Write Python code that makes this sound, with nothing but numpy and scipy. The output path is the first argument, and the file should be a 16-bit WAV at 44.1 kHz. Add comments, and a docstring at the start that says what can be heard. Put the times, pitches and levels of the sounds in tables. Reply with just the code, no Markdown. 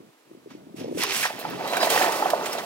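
"""Sliding glass door at close range

In a quiet house fingers shift on a hand-held camera: damped sine thuds over low noise in its body.
A curtain brushes past, then the door breaks from its seal with a rush, both as crackly friction noise.
The door rolls open: wheel noise rings resonances of pane and frame, grit rasps, hisses and bursts,
bumps in the track knock as decaying mode pairs, loose parts tick and the rollers squeak in gliding tones."""
import sys
import numpy as np
from scipy import signal
from scipy.fft import rfft, irfft, next_fast_len
from scipy.io import wavfile
from scipy.ndimage import uniform_filter1d, map_coordinates

SR = 44100
rng = np.random.default_rng(int(sys.argv[2]) if len(sys.argv) > 2 else 0)


def dump(signal):
    """Clip the signal to [-1, 1] and save it as 16-bit WAV at the path in sys.argv[1]."""
    limited = np.clip(np.atleast_2d(signal).T, -1, 1)
    pcm = np.round(limited * 32767).astype(np.int16)
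    wavfile.write(sys.argv[1], SR, pcm)


N = 116865
T = np.arange(N) / SR  # time [s]

# Noise of the quiet room: (frequency [Hz], relative density [dB])
AIR_SPECTRUM = [(24, -70), (171, -17), (305, 0.5), (715, -9.5), (1180, -9.5), (1680, -13), (16000, -29)]
# Grip noise in the camera body: (time [s], level [dB])
GRIP_LEVEL = [(0, -49.5), (.1, -52.5), (.13, -97), (.3, -53.5), (.44, -54.5), (.55, -45.5), (.72, -50),
              (.8, -36.5), (.9, -33), (.95, -38), (1.0, -30), (1.04, -42), (1.28, -48), (1.55, -35.5),
              (1.75, -45), (2.65, -46)]
# Noise of the camera body: (frequency [Hz], relative density [dB])
BODY_SPECTRUM = [(35, -57), (60, -23), (130, -8), (280, -5.5), (493, -14.5), (1000, -29), (1300, -54),
                 (2200, -120)]
# Finger thuds: (time [s], level [dB], pitch [Hz])
FINGER_THUDS = [(0.004, -34.5, 320), (0.313, -34.5, 324), (0.35, -35, 336), (0.375, -39, 236),
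                (0.461, -32.5, 392), (0.473, -33, 357), (0.514, -35.5, 247), (0.551, -29.5, 310),
                (0.67, -35, 298), (0.744, -28.5, 297), (.798, -29, 400), (0.814, -26, 228),
                (0.831, -31, 300), (0.846, -22.5, 493), (0.859, -24.5, 477), (0.869, -30, 285),
                (.883, -25, 456), (0.895, -24.5, 287), (0.915, -22, 360), (0.927, -22, 470),
                (0.947, -31, 354), (0.962, -24, 306), (0.975, -18.5, 446), (.996, -24, 400),
                (1.01, -34, 250)]
# Curtain and seal brushing: (time [s], level [dB], treble level [dB])
BRUSH_LEVELS = [(0.47, -77, -75), (0.495, -64, -75), (0.515, -52, -76), (0.6, -68.5, -82),
                (0.74, -101, -89), (0.765, -52, -53), (0.8, -44, -52), (0.87, -52.5, -69), (0.93, -56, -58),
                (0.97, -49, -47), (0.985, -33, -35.5), (1.025, -25.5, -34), (1.04, -26.5, -38),
                (1.06, -33, -45), (1.11, -28, -40.5), (1.15, -27, -30), (1.25, -29, -33.5),
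                (1.272, -31, -38), (1.3, -58, -50.5), (1.36, -48.5, -55)]
# Brushing noise and its treble: (frequency [Hz], relative density [dB])
BRUSH_SPECTRUM = [(300, -18.5), (900, -9), (1600, -9.5), (2500, -5.5), (4200, -11), (5800, -10.5),
                  (7500, -22.5), (12000, -28.5)]
BRUSH_TREBLE_SPECTRUM = [(4000, -9), (8000, -1.5), (12000, -4.5), (16000, -12)]
# Roller squeaks: (start [s], length [s], start pitch [Hz], end pitch [Hz], level [dB], pitch waver [share])
ROLLER_SQUEAKS = [(1.388, .04, 4100, 4150, -44, .03), (1.389, .024, 12300, 12400, -43, .012),
                  (1.668, .065, 3880, 4030, -37.5, .015), (1.752, .03, 3900, 3850, -34, .015),
                  (1.797, .072, 3880, 4000, -33.5, .018), (1.795, .052, 4850, 4950, -31, .02),
                  (2.428, .06, 5500, 8600, -41, .015), (2.515, .025, 4900, 5500, -40, .03),
                  (2.574, .014, 3700, 3950, -36, .03), (1.03, .12, 420, 390, -32, .045),
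                  (1.585, .035, 900, 720, -35, .03), (1.226, .042, 2000, 1350, -21, .24)]
# Grit crushed under a wheel: (time [s], level [dB], decay by 60 dB [s], darkness [dB per octave])
GRIT_BURSTS = [(0.5025, -55, 0.11, 11), (1.035, -6, 0.017, 3), (1.3905, -34, 0.16, -3.5),
               (1.498, -40, 0.061, -11), (1.6745, -28, 0.059, 3.5), (1.7325, -32.5, 0.085, 12),
               (1.7666, -22, 0.07, 3), (1.8269, -23.5, 0.078, 8), (1.8997, -14, 0.069, 2.5),
               (2.1201, -22, 0.061, 3), (2.3007, -19, 0.049, 3.5), (2.4568, -24.5, 0.088, 5.5),
               (2.5273, -25, 0.093, 4), (2.5837, -32.5, 0.11, 8.5)]
# Bumps in the track, and two chatters of loose parts near 1.9 kHz at 1.975 and 2.018 s: (time [s], level [dB],
# pitch [Hz])
TRACK_BUMPS = [(1.04, -17.5, 1056), (1.304, -21.5, 596), (1.39, -19.5, 432), (1.45, -16.5, 855),
               (1.732, -18.5, 939), (1.769, -13, 1570), (1.805, -14.5, 1007), (1.829, -8.5, 634),
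               (1.87, -10, 655), (1.961, -9.5, 824), (1.975, -12.5, 1880), (2.018, -14.5, 1780),
               (2.224, -9.5, 848), (2.257, -10, 766), (2.334, -6, 655), (2.58, -17, 580)]
# Rolling wheels: (time [s], rumble level [dB], scrape level [dB], hiss level [dB])
ROLL_LEVELS = [(1.28, -48, -37, -42.5), (1.37, -45, -46.5, -52), (1.46, -37, -41, -49.5),
               (1.55, -40.5, -44.5, -50), (1.65, -31, -40, -47.5), (1.72, -31.5, -37.5, -38),
               (1.79, -27.5, -36.5, -40), (1.85, -26.5, -29.5, -28), (1.885, -31, -35, -37.5),
               (1.92, -24.5, -27.5, -26), (1.99, -27, -27.5, -28), (2.05, -26, -27.5, -30),
               (2.09, -26.5, -33.5, -37), (2.16, -29, -35, -33.5), (2.24, -27.5, -37.5, -38.5),
               (2.4, -29.5, -41.5, -44.5), (2.498, -32, -40, -40.5), (2.58, -33, -41.5, -42.5),
               (2.65, -37.5, -44.5, -44.5)]
# Wheel rumble, grit scrape and grit hiss: (frequency [Hz], relative density [dB])
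RUMBLE_SPECTRUM = [(41, -47), (70, -42), (170, -10.5), (416, -0.5), (864, -3.5), (1500, -14), (1950, -65),
                   (3300, -120)]
SCRAPE_SPECTRUM = [(700, -27), (1150, -5.5), (2200, -6), (5000, -6), (9000, -27)]
HISS_SPECTRUM = [(2500, -5.5), (6000, 0.5), (14000, -3.5), (16000, -1)]
# Resonances of pane and frame: (frequency [Hz], width [Hz], gain [dB])
PANE_MODES = [(610, 25, -7), (648, 16, -1.5), (883, 18, -0.5), (1210, 33, -4), (1574, 24, -1),
              (1744, 18, 1), (1870, 14, 6), (1995, 24, 10), (2330, 25, 6), (2616, 22, 9.5)]
# Likeness of left and right: (frequency [Hz], coherence [share])
LIKENESS = [(150, 1), (600, 0.81), (1500, 1), (2500, 0.44), (5000, 0.45), (12000, 0.036)]
# Balance of the door: (frequency [Hz], left over right [dB])
DOOR_BALANCE = [(250, -1), (700, -2), (2000, -4.5), (12000, -4.5)]
# Phase by which left leads, for door, camera body and air: (frequency [Hz], lead [rad])
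DOOR_PHASE = [(100, 0.13), (500, 0.32), (1500, 1.38), (3500, 1.46), (6500, 1.9)]
BODY_PHASE = [(100, -0.47), (800, -1.83)]
AIR_PHASE = [(400, 0.65), (2000, 1.76)]

AIR_DB = -58.5  # shared part of the air, before its left-right balance
THUD_CYCLES = 1.05  # cycles to the peak of a thud
SQUEAK_WAVER, SQUEAK_FLUTTER = 400, 180  # random knots per second, for pitch and level
SQUEAK_FLUTTER_DB, SQUEAK_OVER_DB = 3, -16  # flutter depth; each overtone over the fundamental
RATTLE_HZ, RATTLE_SPREAD = 1500, 1.6  # middle pitch; full width in log pitch
RATTLE_DECAY, RATTLE_DB = 2.8, 1.5  # time constant times pitch; level over the scrape
KNOCK_T60, KNOCK_OVER, KNOCK_OVER_DB = 0.023, 1.49, -7.5  # s; second mode over the first: ratio, dB
IMPACT_LOW_CUT_HZ = 296  # removes the bass made by abrupt sine starts of knocks and ticks
ROOM_T60, ROOM_DB = 0.056, -3  # s; shared reverberation over the direct sound
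LOW_CUT_HZ, TOP_HZ = 127, 15900  # microphone band


def amp(db):
    """The decibel law: a level becomes an amplitude ratio."""
    return 10 ** (np.asarray(db) / 20)


def unit(x):
    """Power normalization: scale to rms 1."""
    return x / np.sqrt(np.mean(x ** 2) + 1e-20)


def along(points, hz):
    """Logarithmic frequency scale: interpolate (Hz, value) points along it."""
    frequency, value = np.transpose(points)
    return np.interp(np.log(hz + 1), np.log(frequency + 1), value)


def curves(rows):
    """Level envelopes: one dB curve per column, 120 dB down beyond 31 ms outside the table."""
    times, *columns = np.transpose(rows)
    inside = (T >= times[0] - .031) & (T <= times[-1] + .031)
    return [np.interp(T, times, column) - 120 * ~inside for column in columns]


def wobble(rate):
    """Band-limited fluctuation: a smooth curve through random knots, rate a second."""
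    knots = rng.standard_normal(int(N * rate / SR) + 4)
    return map_coordinates(knots, [T * rate])


def filtered(x, response):
    """Linear filtering: multiply the spectrum by a complex response of frequency."""
    m = next_fast_len(N + SR // 2)
    hz = np.fft.rfftfreq(m, 1 / SR)
    return irfft(rfft(x, m) * response(hz), m)[..., :N]


def friction(spectrum, lumps_db, lump_rate, slow_db, ring=lambda hz: 1):
    """Sliding contact: a lumpy force drives two noises, shared and diffuse, of joint rms 1."""
    force = amp(lumps_db * wobble(lump_rate) + slow_db * wobble(29.82))
    noises = force * rng.standard_normal((2, N))
    return unit(filtered(noises, lambda hz: amp(along(spectrum, hz)) * ring(hz)))


def ports(pair, lead):
    """Spatial coherence: mix shared and diffuse sound to left and right, with a phase lead."""
    def split(hz):
        angle = np.arccos(np.clip(along(LIKENESS, hz), 0, 1)) / 2
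        return np.array([np.cos(angle), np.sin(angle)])

    mid, side = filtered(pair, split)
    left_right = np.array([mid + side, mid - side])
    return filtered(left_right, lambda hz: np.exp(np.outer([.5j, -.5j], along(lead, hz))))


def add(track, s, sound):
    """Superposition: sum a sound into the track from s seconds on."""
    part = track[..., max(round(s * SR), 0):][..., :sound.shape[-1]]
    part += sound[..., :part.shape[-1]]


def room(x):
    """Reverberation: convolve with an exponentially decaying noise tail of energy 1."""
    t = T[:SR // 4]
    tail = rng.standard_normal(len(t)) * amp(-60 * t / ROOM_T60)
    return signal.fftconvolve(x, tail / np.linalg.norm(tail))[:N]


def air():
    """Ambient noise: steady broadband sound, its diffuse part the stronger."""
    return amp(AIR_DB) * friction(AIR_SPECTRUM, 0.47, 52.4, 0.14) * [[1], [1.6]]


def handling():
    """Structure-borne sound: damped thuds of a few cycles over lumpy rumble in the camera body."""
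    thuds, t = np.zeros(N), T[:SR // 20]
    for s, db, hz in FINGER_THUDS:
        u = t * hz / THUD_CYCLES
        envelope = u ** 2 * np.exp(-2 * u + 0.56)
        # 12.5 dB brings the envelope's peak to 1
        add(thuds, s - .002, amp(db + 12.5) * envelope * np.sin(2 * np.pi * hz * t))
    level, = curves(GRIP_LEVEL)
    return thuds * [[1], [0]] + amp(level) * friction(BODY_SPECTRUM, 2.2, 90, .8)


def brushing():
    """Sliding friction of cloth and seal: crackly noise with its own treble."""
    level, treble = curves(BRUSH_LEVELS)
    body = amp(level) * friction(BRUSH_SPECTRUM, 1.8, 500, 0.31)
    return body + amp(treble) * friction(BRUSH_TREBLE_SPECTRUM, 2.0, 700, 0.65)


def squeaks():
    """Roller tones: gliding pitch with random frequency and amplitude modulation, and harmonics."""
    out, waver, flutter = np.zeros(N), wobble(SQUEAK_WAVER), wobble(SQUEAK_FLUTTER)
    for s, length, hz0, hz1, db, rough in ROLLER_SQUEAKS:
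        u = np.clip((T - s) / length, 0, 1)
        hz = (hz0 + (hz1 - hz0) * np.sin(np.pi * u / 2)) * (1 + rough * waver)
        phase = 2 * np.pi * np.cumsum(hz) / SR
        over = amp(SQUEAK_OVER_DB) * (np.sin(2 * phase) + np.sin(3 * phase))
        over *= 3 * hz1 < TOP_HZ  # low squeaks only
        swell = np.sqrt(np.abs(np.sin(np.pi * u))) * (u < 1)
        out += amp(db + SQUEAK_FLUTTER_DB * flutter) * swell * (np.sin(phase) + over)
    return out


def grit():
    """Crushing of grains: sudden crackling noise bursts with exponential decay."""
    out, t = np.zeros((2, N)), T[:SR // 6]
    hz = np.fft.rfftfreq(len(t), 1 / SR)
    low_cut = (hz ** 2 / (hz ** 2 + 900 ** 2)) ** 2
    for s, db, t60, dark in GRIT_BURSTS:
        z = rng.standard_normal((3, len(t)))
        tilt = amp(-dark * np.log2((hz + 1) / 8000)) * low_cut
        crackle = amp(1.6 * unit(uniform_filter1d(z[2], size=30)))
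        noise = irfft(rfft(z[:2] * crackle) * tilt, len(t))
        onset = 1 - np.exp(-t / 0.0014)
        add(out, s, amp(db - 1.5 - 60 * t / t60) * onset * noise)
    return out


def rattle(count=520):
    """Repeated impact of loose pane and rollers: dense damped ticks of scattered pitch, rms 1."""
    out, t, start = np.zeros(N), T[:SR // 100], ROLL_LEVELS[0][0]
    for when, pitch, size in rng.random((count, 3)):
        hz = RATTLE_HZ * np.exp(RATTLE_SPREAD * (pitch - .5))
        strength = (1.02 - size) ** -.4  # few strong ticks among many weak
        tick = np.exp(-t * hz / RATTLE_DECAY) * np.sin(2 * np.pi * hz * t)
        add(out, start + 1.4 * when, strength * tick)
    return out / out[round(start * SR):].std()


def knocks():
    """Impact excitation: each knock rings two frame modes, over chatter that follows the scrape."""
    scrape = curves(ROLL_LEVELS)[1]
    out, t = amp(scrape + RATTLE_DB) * rattle(), T[:SR // 8]
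    onset = 1 - np.exp(-t / 0.00063)
    for s, db, hz in TRACK_BUMPS:
        second = amp(KNOCK_OVER_DB) * np.sin(2 * np.pi * KNOCK_OVER * hz * t)
        ring = np.sin(2 * np.pi * hz * t) + second
        add(out, s, amp(db - 60 * t / KNOCK_T60) * onset * ring)
    return out


def pane(hz):
    """Modal resonance: gain of the pane and frame modes added to a flat path."""
    modes = sum(amp(db) * hz * width / (centre ** 2 - hz ** 2 + 1j * hz * width)
                for centre, width, db in PANE_MODES)
    return 1 + np.abs(modes)


def rolling():
    """Roughness excitation: wheel rumble and grit scrape ring the pane, hiss lies above."""
    rumble, scrape, hiss = curves(ROLL_LEVELS)
    wheels = amp(rumble) * friction(RUMBLE_SPECTRUM, 0.73, 150, 0.16, pane)
    rasp = amp(scrape) * friction(SCRAPE_SPECTRUM, 1.1, 400, 0.69, pane)
    return wheels + rasp + amp(hiss) * friction(HISS_SPECTRUM, 1.6, 700, 0.39)


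def scene():
    """Superposition of door, camera body and air, each with its own left-right balance."""
    impacts = filtered(knocks(), lambda hz: (1j * hz / (IMPACT_LOW_CUT_HZ + 1j * hz)) ** 2)
    points = impacts + squeaks()
    # Direct sound is shared; one tail joins it and another is diffuse
    near = np.array([points + amp(ROOM_DB) * room(points), room(points)])
    door = ports(brushing() + rolling() + grit() + near, DOOR_PHASE)
    door = filtered(door, lambda hz: amp(np.outer([.5, -.5], along(DOOR_BALANCE, hz))))
    body = amp([[.4], [-.4]]) * ports(handling(), BODY_PHASE)
    return door + body + amp([[-.8], [.8]]) * ports(air(), AIR_PHASE)


def record(dry):
    """Band limitation: the microphone drops the deepest bass and all above its upper limit."""
    return filtered(dry, lambda hz: (hz < TOP_HZ) * (1j * hz / (LOW_CUT_HZ + 1j * hz)) ** 2)


dry = scene()
out = record(dry)
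dump(out)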